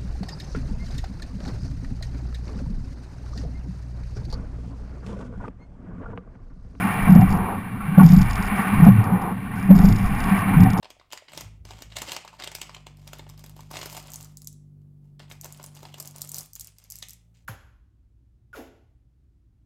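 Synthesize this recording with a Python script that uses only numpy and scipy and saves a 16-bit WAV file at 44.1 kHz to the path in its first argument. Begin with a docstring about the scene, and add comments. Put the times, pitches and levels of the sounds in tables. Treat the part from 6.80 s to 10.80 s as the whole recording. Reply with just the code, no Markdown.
"""Hollow thumps over rushing water: a racing shell is rowed, heard from a closed camera housing on deck.
At each catch and finish the oars excite the hull's resonances and clack in their locks. Seats roll
during the drive, water rushes along the hull during the recovery, and wind buffets the housing.
A fine, high crackle comes and goes. The camera clips the thumps and mirrors the sound into the treble."""
import sys
import numpy as np
from scipy.fft import rfft, irfft, next_fast_len
from scipy.io import wavfile
from scipy.ndimage import map_coordinates

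SR = 44100
rng = np.random.default_rng(int(sys.argv[2]) if len(sys.argv) > 2 else 0)


def put_to_file(sound):
    """Save the sound as 16-bit audio at rate SR, in the file named by the first command-line argument."""
    columns = np.atleast_2d(sound).T  # one column per channel
    safe = np.clip(columns, -1, 1)
    whole_steps = np.round(safe * 32767)
    wavfile.write(sys.argv[1], SR, whole_steps.astype(np.int16))


N = 176400

# spectrum of wash, bubbles and oarlock rattle in the housing: (frequency [Hz], gain [dB])
HOUSING_TONE = [(100, -18), (300, -12), (400, -1.5), (580, -10), (750, 6), (900, 1.5), (1000, 0.5),
                (1120, 6.5), (1280, -2.5), (1550, 0.5), (1700, -5.5), (1830, 1), (2050, -4), (2350, 0.5),
                (2480, -4.5), (2570, -21.5), (2670, -3.5), (2950, -14), (3300, -19), (4200, -27),
                (5500, -39.5)]
# spectrum of the bright ticks: (frequency [Hz], gain [dB])
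CRACKLE_TONE = [(1500, -22.5), (3000, -4), (3700, -2), (4200, -8.5), (4800, 3), (5300, 2), (5700, -6)]


def hull_thumps(overtone_ratio=1.51, overtone_db=-23):
    """Damped free vibration: each blow rings the hollow hull in one strong mode and a weak higher one."""
    # blows of oars and rigging: (time [s], level [dB], pitch [Hz])
    blows = [(0.043, -17, 213), (0.264, -13.5, 190.5), (0.287, -3.5, 180), (0.313, -2.5, 173.2),
             (.350, 0.5, 185), (.364, -3.5, 205.4), (0.388, -8, 159.7), (0.418, -5, 183.7),
             (.535, -14, 177.6), (1.077, -15, 160.4), (1.112, -16, 186), (1.173, 2, 178.2), (1.199, 1, 181),
             (1.226, -2, 186.2), (1.243, 1.5, 167.5), (1.297, -5, 172), (1.324, 0.5, 172.4),
             (1.363, -2, 184.7), (1.405, -10.5, 180.3), (1.583, -17, 185), (1.712, -17.5, 209),
             (1.787, -13, 196.6), (1.925, -11, 198), (1.991, -7.5, 175), (2.017, 0.5, 166.4),
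             (2.040, -13, 169), (2.061, -0.5, 196.6), (2.074, -2, 181), (2.313, -9, 184),
             (2.513, -17.5, 193), (2.882, -11.5, 184), (2.899, 1.5, 189), (2.92, -5, 195), (2.949, -3, 179),
             (2.995, -7.5, 185), (3.033, -3.5, 180.5), (3.064, -5.5, 186), (3.51, -11, 192.6),
             (3.531, -16.5, 190), (3.673, -16, 185), (3.763, -3, 158.6), (3.799, -6, 168),
             (3.823, -2, 193.3), (3.985, -15, 192)]
    out, t = np.zeros(N), np.arange(SR // 4) / SR
    for s, db, hz in blows:
        phase = 2 * np.pi * hz * t
        overtone = amp(overtone_db) * np.sin(overtone_ratio * phase + 2 * np.pi * rng.random())
        add(out, s, amp(db) * swell(t, rise_s=0.0099, t60_s=0.099) * (np.sin(phase) + overtone))
    return out


def blade_plunges(pitch_hz=120.9, sag_hz_per_s=190, gain_db=2):
    """A damped oscillation of falling frequency: the water gulps as a blade buries."""
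    # blades levering the water: (time [s], relative level [dB])
    plunges = [(0.386, -7.5), (1.371, -12), (2.075, -12), (2.105, -9), (2.178, -12), (3.109, -17),
               (3.795, -12), (3.859, -20)]
    out, t = np.zeros(N), np.arange(SR // 3) / SR
    for s, db in plunges:
        hz = pitch_hz * (1 + 0.045 * rng.standard_normal()) - sag_hz_per_s * t
        gulp = np.sin(2 * np.pi * np.cumsum(hz) / SR)
        add(out, s, amp(db + gain_db) * swell(t, rise_s=0.0057, t60_s=0.28) * gulp)
    return out


def oarlocks(rough_rad=0.13, rattle_db=-14):
    """Impact excitation: plastic rings briefly, roughened by phase jitter, with a shorter rattle."""
    # collars seating in the locks: (time [s], level [dB], pitch [Hz])
    clacks = [(0.271, -21, 1086), (.412, -15.5, 761), (1, -29.5, 1355), (1.003, -31.5, 1124),
              (1.189, -22, 1440), (1.193, -15.5, 1118), (1.205, -20.5, 883), (2.059, -20, 702),
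              (2.072, -28, 812), (3.857, -16, 758)]
    ring, rattle, t = np.zeros(N), np.zeros(N), np.arange(SR // 5) / SR
    for s, db, hz in clacks:
        phase = 2 * np.pi * hz * t + rough_rad * wobble(300)[:len(t)]
        add(ring, s, amp(db) * swell(t, rise_s=0.009, t60_s=0.06) * np.sin(phase))
        add(rattle, s, amp(db + rattle_db) * swell(t, rise_s=0.009, t60_s=0.024))
    return ring + rattle * noise(HOUSING_TONE)


def hull_drumming(gain_db=2, lumpy_db=1.5):
    """Forced vibration: ripples and the moving crew keep the hull's low modes booming."""
    # strength of the boom: (time [s], relative level [dB])
    levels = [(0, -27.5), (.42, -23), (.68, -30), (1.02, -32), (1.27, -26.5), (1.65, -32.5), (2.08, -21.5),
              (2.45, -30.5), (2.75, -33), (2.99, -20), (3.3, -28), (3.62, -25.5), (3.84, -17), (4, -25)]
    # hull resonances: (frequency [Hz], gain [dB])
    tone = [(60, -19.5), (100, -4), (120, -1.5), (145, -7.5), (175, -2), (197, 6), (222, -7.5), (270, -8),
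            (330, -22.5), (420, -25.5), (600, -43.5), (1200, -63.5)]
    return amp(curve(levels) + gain_db + lumpy_db * wobble(20)) * noise(tone)


def blade_churn(rough_db=2):
    """Turbulence: water splashes dully round the blades as they go in and come out."""
    # catches and finishes: (start [s], end [s], level [dB])
    churns = [(.27, .44, -28), (1.178, 1.235, -23), (1.24, 1.35, -33.5), (2.0, 2.1, -27), (2.89, 3.12, -29),
              (3.78, 3.89, -29.5)]
    # splash spectrum: (frequency [Hz], gain [dB])
    tone = [(150, 0), (270, 16), (340, 1), (420, 5.5), (560, -9.5), (740, 13), (880, 4.5), (1100, 0.5),
            (1450, -8), (2300, -21), (3300, -56), (5500, -61)]
    return spells(churns, edge_s=0.0027) * amp(rough_db * wobble(70)) * noise(tone)


def hull_wash(flutter_db=1.0, bubble_db=-5):
    """Flow noise: rushing water and gurgling bubbles, louder as the shell runs faster."""
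    # water along the hull: (time [s], level [dB])
    levels = [(0, -27.5), (.2, -27), (.42, -32), (.73, -37.5), (.88, -39), (.995, -42), (1.01, -37.5),
              (1.16, -33), (1.3, -34.5), (1.55, -30.5), (1.9, -26), (2.15, -33.5), (2.5, -37.5),
              (2.56, -41), (2.72, -38), (2.83, -36), (2.97, -35.5), (3.2, -33), (3.52, -27), (3.74, -28),
              (3.92, -32.5), (4, -36.5)]
    gain = amp(curve(levels) + flutter_db * wobble(35))
    return gain * unit(noise(HOUSING_TONE) + amp(bubble_db) * bubbles())


def bubbles(per_s=160, typical_hz=1601.5, life_cycles=9.4, rise_per_life=0.0412):
    """Bubble resonance: each pocket of air rings briefly and rises in pitch."""
    spread_octaves, spread_db = 0.5, 2.5
    out, t = np.zeros(N), np.arange(SR // 25) / SR
    for pitch, size in np.clip(rng.standard_normal((int(per_s * N / SR), 2)), -2, 2):
        cycles = typical_hz * 2 ** (spread_octaves * pitch) * t
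        age = cycles / life_cycles
        chirp = age * np.exp(-age) * np.sin(2 * np.pi * cycles * (1 + rise_per_life * age / 2))
        add(out, rng.random() * N / SR, amp(spread_db * size) * chirp)
    return unit(coloured(out, HOUSING_TONE))


def seats():
    """Rolling noise: wheels rumble on their tracks while the legs push."""
    # slides toward the bow: (start [s], end [s], level [dB])
    slides = [(0.493, 0.765, -29), (2.21, 2.518, -29.5), (3.949, 4.2, -26.5)]
    # rumble spectrum: (frequency [Hz], gain [dB])
    tone = [(200, -7), (450, -3), (620, -11.5), (760, 2.5), (950, 0), (1150, -3), (1450, -12.5),
            (2200, -30), (3200, -54), (5500, -75)]
    return spells(slides, edge_s=0.027) * amp(wobble(50)) * noise(tone)


def loud_crackles(count=8, burst_s=0.0075, gain_db=16, fade_db=1.5):
    """Filtered impulses: short, bright crackles, each a handful of fading ticks."""
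    # bursts of ticks: (time [s], relative level [dB])
    bursts = [(0.0209, -36), (0.1344, -41.5), (0.2284, -36.5), (0.304, -33.5), (0.3226, -36), (0.351, -31),
              (0.41, -35), (0.5114, -41.5), (0.5255, -33), (1.2394, -40), (1.2905, -26.5), (1.3207, -25),
              (1.336, -28.5), (1.364, -25.5), (1.3874, -28.5), (1.415, -25.5), (1.509, -28),
              (1.5302, -28.5), (1.5557, -26.5), (1.625, -30.5), (1.6743, -34.5), (1.8168, -42),
              (2.0492, -31), (2.2408, -37), (2.9871, -29), (3.057, -25), (3.089, -26), (3.1068, -35.5),
              (3.1257, -26.5), (3.1596, -28.5), (3.4007, -31), (3.439, -30), (3.5902, -39), (3.8026, -29),
              (3.8345, -26.5), (3.902, -27), (3.931, -30.5), (3.9756, -29)]
    ticks = np.zeros(N)
    for s, db in bursts:
        for k, delay in enumerate(np.sort(rng.random(count)) * burst_s):
            add(ticks, s + delay, amp([db + gain_db - fade_db * k]) * rng.choice([-1, 1]))
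    return coloured(ticks, CRACKLE_TONE)


def fine_crackle(first_ticks_per_s=210, thinning=0.67, uneven=0.41, fade_db=9, scatter_db=3):
    """Shot noise: runs of fine, high ticks that thin out and fade."""
    # runs of ticks: (start [s], duration [s], opening level [dB])
    runs = [(0, 0.54, -47.5), (0.492, 0.086, -39.5), (1.233, 0.47, -35), (1.754, 0.26, -45),
            (2.07, .03, -47), (2.25, 0.034, -46.5), (2.418, 0.021, -47), (2.758, 0.19, -46.5),
            (2.95, 0.67, -37.5), (3.985, 0.026, -34.5)]
    envelope, t = np.zeros(N), np.arange(SR // 100) / SR
    tick_decay = np.exp(-t / 0.0017)
    for start, length, db in runs:
        s = 0
        for gap, size in rng.standard_normal((200, 2)):
            if s >= length:
                break
            age = s / length
            add(envelope, start + s, amp(db - fade_db * age + scatter_db * size) * tick_decay)
            s += np.exp(thinning * age + uneven * gap) / first_ticks_per_s
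    return envelope * noise(CRACKLE_TONE)


def wind(gain_db=2, gust_db=1.5):
    """Turbulent pressure fluctuations: wind buffets the housing with a low, lumpy rumble."""
    # gusts: (time [s], relative level [dB])
    levels = [(0, -37), (.13, -58), (.25, -26.5), (.42, -23), (.65, -34), (.76, -47), (1.12, -40.5),
              (1.22, -23), (1.42, -21), (1.72, -37), (1.9, -47), (2.0, -24.5), (2.3, -44), (2.84, -42),
              (2.96, -19), (3.12, -19), (3.25, -26), (3.45, -27), (3.6, -46.5), (3.73, -34), (3.82, -25),
              (4, -39)]
    # buffeting spectrum: (frequency [Hz], gain [dB])
    tone = [(12, -5.5), (27, 0), (42, 1), (58, -5), (78, -7), (110, -4), (250, -25.5), (800, -65)]
    return amp(curve(levels) + gain_db + gust_db * wobble(14)) * noise(tone)


def lapping(level_db=-48.5, waver_db=1.9):
    """Amplitude-modulated noise: calm water murmurs faintly throughout."""
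    # murmur spectrum: (frequency [Hz], gain [dB])
    tone = [(250, 8), (550, -1), (900, -8), (2500, -8), (4000, -17.5), (5500, -31.5)]
    return amp(level_db + waver_db * wobble(8.6)) * noise(tone)


def amp(db):
    """Decibels to gain."""
    return 10 ** (np.asarray(db) / 20)


def unit(x):
    """Normalisation to rms 1."""
    return x / np.sqrt(np.mean(x ** 2) + 1e-20)


def clock():
    """The time of every sample."""
    return np.arange(N) / SR


def curve(rows):
    """Linear interpolation of (time [s], value) rows."""
    return np.interp(clock(), *np.transpose(rows))


def wobble(rate):
    """A smooth random curve, rate knots a second."""
    return map_coordinates(rng.standard_normal(int(N * rate / SR) + 4), [clock() * rate])


def swell(t, rise_s, t60_s):
    """A soft attack and an exponential decay, peak 1."""
    shape = (1 - np.exp(-(t / rise_s) ** 2)) * amp(-60 * t / t60_s)
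    return shape / shape.max()


def spells(rows, edge_s):
    """A soft gate for each (start [s], end [s], level [dB]) row."""
    t, gain = clock(), np.zeros(N)
    for start, end, db in rows:
        opening = 0.5 + 0.5 * np.tanh((t - start) / edge_s)
        closing = 0.5 + 0.5 * np.tanh((end - t) / edge_s)
        gain += amp(db) * opening * closing
    return gain


def filtered(x, response):
    """Linear filtering: the spectrum of x times a frequency response."""
    size = next_fast_len(N + SR // 2)
    return irfft(rfft(x, size) * response(np.fft.rfftfreq(size, 1 / SR)), size)[:N]


def coloured(x, tone):
    """Spectral shaping by (frequency [Hz], gain [dB]) points."""
    points_hz, db = np.transpose(tone)
    return filtered(x, lambda hz: amp(np.interp(np.log(hz + 1), np.log(points_hz), db)))


def noise(tone):
    """Coloured noise of rms 1."""
    return unit(coloured(rng.standard_normal(N), tone))


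def add(track, s, sound):
    """Mixes a sound into the track at time s."""
    part = track[max(round(s * SR), 0):][:len(sound)]
    part += sound[:len(part)]


def scene():
    """Superposition: boat, water, crackle and wind sum into one channel."""
    boat = hull_thumps() + oarlocks() + seats() + hull_drumming()
    water = blade_plunges() + blade_churn() + hull_wash() + lapping()
    crackle = fine_crackle() + loud_crackles()
    return (boat + water + crackle + wind())[None]


def record(dry, ceiling=0.98, edge_hz=5820, hold_hz=12000, top_hz=15250):
    """Clipping and spectral imaging: the camera's sample-and-hold mirrors the sound around its rate."""
    clipped = np.clip(dry[0], -ceiling, ceiling)
    base = filtered(clipped, lambda hz: 1 / np.sqrt(1 + (hz / edge_hz) ** 40))
    # differentiate, shift, integrate: each image is scaled by source frequency over image frequency
    slope = filtered(base, lambda hz: 1j * hz)
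    sidebands = slope * 2 * np.cos(2 * np.pi * hold_hz * clock())
    images = filtered(sidebands, lambda hz: 1 / (1j * np.maximum(hz, hold_hz / 2)))
    return filtered(base + images, lambda hz: hz < top_hz)[None]


dry = scene()
out = record(dry)
put_to_file(out)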